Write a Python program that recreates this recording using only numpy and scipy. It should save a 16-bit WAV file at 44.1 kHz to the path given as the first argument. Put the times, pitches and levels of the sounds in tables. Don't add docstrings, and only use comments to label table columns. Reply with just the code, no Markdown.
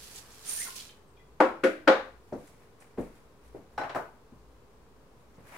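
import sys
import numpy as np
from scipy import signal
from scipy.fft import rfft, irfft
from scipy.io import wavfile
from scipy.ndimage import uniform_filter1d

SR = 44100
rng = np.random.default_rng(int(sys.argv[2]) if len(sys.argv) > 2 else 0)


def digitize_waveform(pressure):
    field = np.atleast_2d(pressure).T
    bounded = np.clip(field, -1, 1)
    quanta = np.round(bounded * 32767).astype(np.int16)
    wavfile.write(sys.argv[1], SR, quanta)


N = 245716

# pitch_hz, level_db
FLOOR_SPECTRUM = [(18, -42), (30, -20), (53, -5.5), (71, -12), (86, -10), (161, -11), (188, -14),
                  (294, -13), (326, -16.5), (424, -10), (662, -20.5), (1030, -18.5), (1610, -27),
                  (1890, -30), (15800, -44)]
FLOOR_DB = -59
# pitch_hz, width_hz, level_db
HUM_PEAKS = [(57.55, 4.2, -66)]

# delay_s, level_db over the direct sound
NEAR_ECHOES = [(.0035, 5.5), (.007, 0), (.011, -2)]
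# pitch_hz, t60_s
ROOM_DECAY = [(100, 0.4), (500, 0.33), (1500, 0.39), (4000, 0.4), (8000, 0.35), (14000, 0.52)]
# pitch_hz, likeness (0 to 1)
STEREO_LIKENESS = [(30, 0.89), (300, 0.87), (640, 0.78), (1400, 0.18), (3100, 0), (15000, 0)]
# pitch_hz, left_minus_right_db
PORT_BALANCE = [(60, 1.5), (110, -2.5), (200, 3.5), (380, 1), (700, 1.5), (1290, 4), (2380, 5.5),
                (4400, -5.5), (8120, -6), (15000, -1)]
BAND_LIMIT_HZ = 15850
OFFSET = .0008

# peak_s, hiss_level_db, rise_db_per_s, body_over_hiss_db
CLOTH_SWISHES = [(2.335, -69, 901, 3), (2.48, -63.5, 60, 1.5), (2.62, -71, 200, 6.5),
                 (2.81, -67.5, 799.5, 8), (2.99, -64, 899, 8.5), (3.04, -65.5, 300, 1),
                 (3.16, -69, 200, 3.5), (3.45, -68, 498.5, 0.5), (3.56, -72, 400, 6.5),
                 (3.73, -74, 499.5, 4), (5.2, -77.5, 300, 7), (5.34, -78, 900.5, 6), (5.485, -62, 450, 4),
                 (5.57, -59.5, 123, 11.5)]
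SWISH_FALL_DB_PER_S = 110
# pitch_hz, level_db
CLOTH_HISS = [(2500, -5.5), (3500, 0), (5500, -3.5), (8000, -3), (10500, -1), (12500, -7), (15800, -9)]
# pitch_hz, level_db
CLOTH_BODY = [(350, -7.5), (750, -2), (1500, -3), (2300, -3.5), (3800, -24)]

# start_s, level_db, centre_hz, slap_db, floor_boom_db
FOOTFALLS = [(2.322, -24, 370, -36, -26.5), (2.973, -37, 500, -28, -2.5), (2.98, -22, 310, -34, -32),
             (3.544, -33.5, 389, -48.5, -23), (4.32, -43.5, 190, -31.5, -25), (5.379, -44, 160, -16.5, -20),
             (5.424, -48.5, 110, -35, -19)]
# pitch_hz, level_db, t60_s
BOARD_MODES = [(253, -9.5, 0.16), (467.4, -4.5, 0.15), (591, -5, 0.1)]

# base_db, body_db, edge_db
CLACKS_STRUCK = [(3.777, -28.5, 0, 3, 0, -1.5), (3.811, -33, 1.5, 6.5, 1, -22),
                 (3.832, -33, -8, 7.5, 0.5, -21), (3.892, -35.5, -8, 4.5, 9, -18),
                 (3.945, -32, -12, 7.5, 0.5, 25), (3.9555, -25.5, -13, 1, -12, 10)]
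# pitch_hz, level_db, t60_s, build_up_s
CROCKERY_MODES = [(638, -10, 0.091, 0.0042), (735, -18, 0.064, 0.0075), (845, -3, 0.14, 0.0032),
                  (1047, -12, 0.051, 0.004), (1492, -8, 0.07, 0.0017), (2310, -26, 0.063, 0.0022),
                  (3990, -22, 0.076, 0.0014), (5545, -19.5, 0.06, 0.0014), (8670, -51, .2, 0.0017)]
# pitch_hz, level_db
CROCKERY_CRACK_SPECTRUM = [(59, -31), (100, -14.5), (129, -9.5), (189, -20.5), (254, -10), (522, -7.5),
                           (645, -1.5), (1500, -13), (3510, -28), (15800, -49)]
# base_hz, body_hz, edge_hz
CROCKERY_SPOTS = (1610, 4000, 10300)

# start_s, level_db, centre_hz, t60_s
SPLASH_BURSTS = [(0.155, -28, 7150, 0.019), (0.312, -44, 6640, 0.032), (0.4523, -35, 9030, 0.036),
                 (0.757, -31.5, 6220, 0.025), (0.792, -27.5, 4200, 0.023), (0.8872, -36, 3280, 0.026),
                 (2.3245, -46.5, 5600, 0.019), (2.468, -50, 8400, 0.037), (2.798, -53, 8800, 0.076),
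                 (2.812, -62.5, 10100, 0.05), (3.0006, -54, 9200, 0.061), (5.3394, -64.5, 6100, 0.062)]
# start_s, level_db, starting pitch_hz
BUBBLE_DRIPS = [(.512, -48.5, 2140), (0.572, -37, 1767), (0.601, -40, 1870), (.612, -39, 2080),
                (0.659, -44, 1415), (0.676, -41, 1055), (1.068, -69, 8260), (1.165, -61, 3300),
                (1.167, -59, 2410), (1.19, -57.5, 2000), (1.195, -65, 3340)]
BUBBLE_T60_S = 0.067

# time_s, flow_db
TAP_FLOW = [(0.0, -51), (0.14, -52), (0.166, -46.5), (0.25, -59.5), (0.42, -55.5), (0.496, -44.5),
            (0.7, -46.5), (0.753, -49.5), (0.758, -42), (0.88, -55), (1.05, -85)]
# pitch_hz, level_db
SPRAY_SPECTRUM = [(1500, -15), (2700, -4.5), (4500, -2.5), (7500, -6), (10000, -9), (14000, -18.5)]
# pitch_hz, level_db
MIST_SPECTRUM = [(5000, -25), (8000, -4), (10500, 1), (14000, -4.5), (15800, -10)]
MIST_DB, MIST_FALL_DB_PER_S, SHUT_S = -5.5, 60, 0.77
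# time_s, gurgle_db, centre_hz of a wandering resonance
DRAIN_WATER = [(0.0, -62, 1600), (0.25, -60.5, 1200), (0.44, -62.5, 1230), (0.496, -53, 1830),
               (0.642, -57, 2080), (0.684, -48, 1240), (0.712, -69, 1200), (0.82, -64, 1900),
               (1.03, -74, 1200)]
# pitch_hz, level_db
GURGLE_SPECTRUM = [(700, -0.5), (1000, 4), (1800, 1.5), (2600, -1), (3500, -52)]
# full_from_s, full_until_s, level_db
VALVE_SQUEEZE = (0.492, 0.63, -38.5)
SQUEEZE_RISE_DB_PER_S, SQUEEZE_FALL_DB_PER_S, SQUEEZE_MIST_DB = 604, 153, -4
# pitch_hz, width_hz, level_db
VALVE_WHISTLE = [(9005, 140, 0.5), (9470, 430, -8), (10900, 530, -15), (7260, 140, -12), (6130, 1600, -6.5)]
WHISTLE_ENDS_S, WHISTLE_CUT_DB_PER_S = .69, 700

# base_db, body_db, edge_db, rim_db
DISH_KNOCKS = [(1.401, -12.5, -5, 5, 5, -5, 2.5), (1.635, -17, 6, 2, -17, -6, 5),
               (1.874, -11.5, 3.5, -2, -2.5, 3, -1.5)]
# pitch_hz, level_db, t60_s, build_up_s
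SINK_MODES = [(297, -27, 0.31, .004), (318, -12, 0.18, 0.0049), (357.6, -9.5, 0.13, 0.0045),
              (526, 14, .175, .14), (531, 14, .175, .14), (616, -32.5, 0.24, 0.0082),
              (604.3, -10.5, 0.18, 0.0016), (707, -28, 0.1, 0.002), (758, -6, 0.072, 0.0065),
              (840, -10, 0.22, 0.0019), (1100, -18.5, .12, .004), (1180, -18.5, 0.075, 0.01),
              (1456, -6.5, 0.12, 0.0046), (1540, -11, 0.15, 0.0012), (1750, -33, .15, 0.0063),
              (1900, -22, 0.11, .004), (2016, -37, .15, .004), (2230, -19, 0.077, 0.0069)]
# pitch_hz, level_db
SINK_CRACK_SPECTRUM = [(60, -68), (130, -33), (200, -12), (320, -1.5), (440, -3.5), (600, -2.5),
                       (900, -4.5), (1500, -7.5), (2500, -18.5), (4000, -26), (7000, -40.5), (10000, -47),
                       (15800, -56.5)]
# base_hz, body_hz, edge_hz, rim_hz
SINK_SPOTS = (330, 900, 4000, 10000)
SPOT_OCTAVES = 0.56


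def gain_of(db):
    return 10 ** (np.asarray(db) / 20)


def evened(x):
    return x / np.sqrt(np.mean(x ** 2) + 1e-20)


def read(points, hz):
    f, value = np.transpose(points)
    return np.interp(np.log(hz + 1), np.log(f + 1), value)


def add(mix, s, sound):
    part = mix[..., round(s * SR):][..., :sound.shape[-1]]
    part += sound[..., :part.shape[-1]]


def tinted(x, points):
    n = x.shape[-1]
    gain = gain_of(read(points, np.fft.rfftfreq(n, 1 / SR)))
    return irfft(rfft(x) * gain, n)


def pair(n):
    a, b = rfft(rng.standard_normal((2, n)))
    same = np.clip(read(STEREO_LIKENESS, np.fft.rfftfreq(n, 1 / SR)), -1, 1)
    return irfft([a, same * a + np.sqrt(1 - same ** 2) * b], n)


def level(rows, column):
    rows = np.array(rows)
    return gain_of(np.interp(np.arange(N) / SR, rows[:, 0], rows[:, column], -200, -200))


def swell(start, end, top_db, rise, fall):
    t = np.arange(N) / SR
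    return gain_of(top_db - rise * np.maximum(start - t, 0) - fall * np.maximum(t - end, 0))


def flicker(depth_db, size):
    return gain_of(depth_db * evened(uniform_filter1d(rng.standard_normal(N), size)))


def fuzzy_tones(peaks, unsteady_db):
    hz = np.fft.rfftfreq(N, 1 / SR)
    out = np.zeros((2, N))
    for f, width, db in peaks:
        tone = irfft(rfft(pair(N)) / (1 + (2 * (hz - f) / width) ** 2), N)
        out += gain_of(db) * evened(tone * flicker(unsteady_db, size=1500))
    return out


def click(colour):
    log_gain = np.log(gain_of(read(colour, abs(np.fft.fftfreq(4096, 1 / SR)))))
    pulse = np.fft.ifft(np.exp(np.conj(signal.hilbert(log_gain)))).real[:2048]
    return pulse / np.linalg.norm(pulse)


def room(x, direct_db, tail_db):
    hz, t, z = signal.stft(pair(SR // 2), SR, nperseg=256)
    decay = gain_of(-60 * t / read(ROOM_DECAY, hz)[:, None])
    tail = signal.istft(z * decay, SR, nperseg=256)[1]
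    t = np.arange(tail.shape[1]) / SR
    tail = tail * np.clip(t / 0.0078, 0, 1) * (1 + 1.14 * np.exp(-t / 0.027))
    spectrum = rfft(tail)
    spectrum = spectrum / np.sqrt(uniform_filter1d(abs(spectrum) ** 2, size=40))
    fade_out = np.clip(10 * (t[-1] - t - .1), 0, 1)
    reply = irfft(spectrum, len(t)) * gain_of(tail_db) * fade_out
    for s, db in [(0.0022, 0)] + NEAR_ECHOES:
        add(reply, s + 0.0014 * rng.random(), gain_of([[direct_db + db]]))
    return signal.fftconvolve(x[None], reply, axes=1)


def floor_and_hum():
    floor = gain_of(FLOOR_DB) * evened(tinted(pair(N), FLOOR_SPECTRUM))
    return floor + fuzzy_tones(HUM_PEAKS, 3.4)


def rustle():
    hiss = evened(tinted(pair(N), CLOTH_HISS) * flicker(1.6, size=200))
    body = evened(tinted(pair(N), CLOTH_BODY) * flicker(2.4, size=300))
    power = np.array([swell(s, s, db, rise, SWISH_FALL_DB_PER_S) ** 2 for s, db, rise, _ in CLOTH_SWISHES])
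    body_power = gain_of(np.array(CLOTH_SWISHES)[:, -1]) ** 2 @ power
    return np.sqrt(power.sum(0)) * hiss + np.sqrt(body_power) * body


def steps():
    out, t = np.zeros((2, N)), np.arange(16384) / SR
    for s, db, hz, slap_db, boom_db in FOOTFALLS:
        colour = [(hz * 0.071, -40), (hz * 0.26, -10.5), (hz, 0), (hz * 1.7, -7),
                  (hz * 5.8, slap_db), (12000, slap_db - 48)]
        add(out, s, gain_of(db + 21.5) * room(click(colour), -14.5, 0))
        boom = gain_of(boom_db - 60 * t / .5) * np.sin(2 * np.pi * 33 * t) * np.minimum(t / 0.049, 1)
        ring = sum(gain_of(b_db + read(colour, b_hz) - 60 * t / t60) * np.sin(2 * np.pi * b_hz * t)
                   for b_hz, b_db, t60 in BOARD_MODES)
        add(out, s, gain_of(db) * (boom + ring * np.minimum(t / 0.0065, 1))[None])
    return out


def blows(rows, modes, crack, spot_hz, crack_db, wet_db, direct_db):
    out, t = np.zeros((2, N)), np.arange(16384) / SR
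    lags = 0.15 * rng.choice([-1, 1], len(modes))
    for s, db, ring_db, *spot in rows:
        def tint(hz):
            return sum(d * np.exp(-(np.log2(hz / f) / SPOT_OCTAVES) ** 2) for f, d in zip(spot_hz, spot))
        ring = np.zeros((2, len(t)))
        for (hz, mode_db, t60, build_up), lag in zip(modes, lags):
            envelope = gain_of(mode_db + tint(hz) - 60 * t / t60) * (1 - np.exp(-t / build_up))
            ring += envelope * np.sin(2 * np.pi * hz * t + np.array([[lag], [-lag]]))
        add(out, s, gain_of(db + ring_db) * ring)
        add(out, s, gain_of(db + ring_db) * room(ring[0], -38.5, wet_db))
        snap = click([(hz, c_db + tint(hz)) for hz, c_db in crack])
        add(out, s, gain_of(db + crack_db) * room(snap, direct_db, 0))
    return out


def crockery():
    return blows(CLACKS_STRUCK, CROCKERY_MODES, CROCKERY_CRACK_SPECTRUM, CROCKERY_SPOTS,
                 crack_db=27.0, wet_db=-0.5, direct_db=-17.0)


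def splashes():
    out, t = np.zeros((2, N)), np.arange(8192) / SR
    for s, db, hz, t60 in SPLASH_BURSTS:
        burst = rng.standard_normal(len(t)) * gain_of(-60 * t / t60) * np.minimum(t / 0.0027, 1)
        colour = [(hz * 0.29, -26), (hz, 0), (hz * 1.34, -12), (hz * 1.5, -30)]
        burst = signal.fftconvolve(burst, click(colour))
        add(out, s, gain_of(db) * room(burst, -14.0, -5.0))
    for s, db, hz in BUBBLE_DRIPS:
        bubble = np.minimum(t / 0.00083, 1) * np.sin(2 * np.pi * hz * t * (1 + 0.37 * t))
        rough_skin = 1 + .5 * evened(uniform_filter1d(rng.standard_normal(len(t)), size=120))
        bubble = bubble * rough_skin
        add(out, s, room(gain_of(db - 60 * t / BUBBLE_T60_S) * bubble, -11.5, 0))
    return out


def tap():
    flow = level(TAP_FLOW, column=1)
    squeeze = swell(*VALVE_SQUEEZE, SQUEEZE_RISE_DB_PER_S, SQUEEZE_FALL_DB_PER_S)
    flow_mist = flow * swell(0, SHUT_S, MIST_DB, 0, MIST_FALL_DB_PER_S)
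    mist_gain = np.hypot(flow_mist, gain_of(SQUEEZE_MIST_DB) * squeeze)
    spray = flow * evened(tinted(pair(N), SPRAY_SPECTRUM) * flicker(2.0, size=150))
    mist = mist_gain * evened(tinted(pair(N), MIST_SPECTRUM) * flicker(1.7, size=150))

    s, _, hz = np.transpose(DRAIN_WATER)
    turn = np.exp(2j * np.pi * np.cumsum(np.interp(np.arange(N) / SR, s, hz)) / SR)
    hollow = (tinted(pair(N), [(120, -10.0), (500, -9), (1500, -31)]) * turn).real
    water = evened(tinted(pair(N), GURGLE_SPECTRUM)) + 0.89 * evened(hollow)
    gurgle = level(DRAIN_WATER, column=1) * evened(water)

    whistle_gain = squeeze * swell(0, WHISTLE_ENDS_S, 0, 0, WHISTLE_CUT_DB_PER_S)
    whistle = whistle_gain * fuzzy_tones(VALVE_WHISTLE, 2.9) * flicker(0.81, size=300)
    return spray + mist + gurgle + whistle


def dish_on_sink():
    return blows(DISH_KNOCKS, SINK_MODES, SINK_CRACK_SPECTRUM, SINK_SPOTS,
                 crack_db=27.0, wet_db=-7.5, direct_db=-16.0)


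def scene():
    return floor_and_hum() + rustle() + steps() + crockery() + splashes() + tap() + dish_on_sink()


def record(dry):
    left = tinted(dry[0], [(f, db / 2) for f, db in PORT_BALANCE])
    right = tinted(dry[1], [(f, -db / 2) for f, db in PORT_BALANCE])
    low_pass = signal.firwin(511, BAND_LIMIT_HZ, window=("kaiser", 9), fs=SR)
    return OFFSET + signal.oaconvolve(np.array([left, right]), low_pass[None], "same")


dry = scene()
out = record(dry)
digitize_waveform(out)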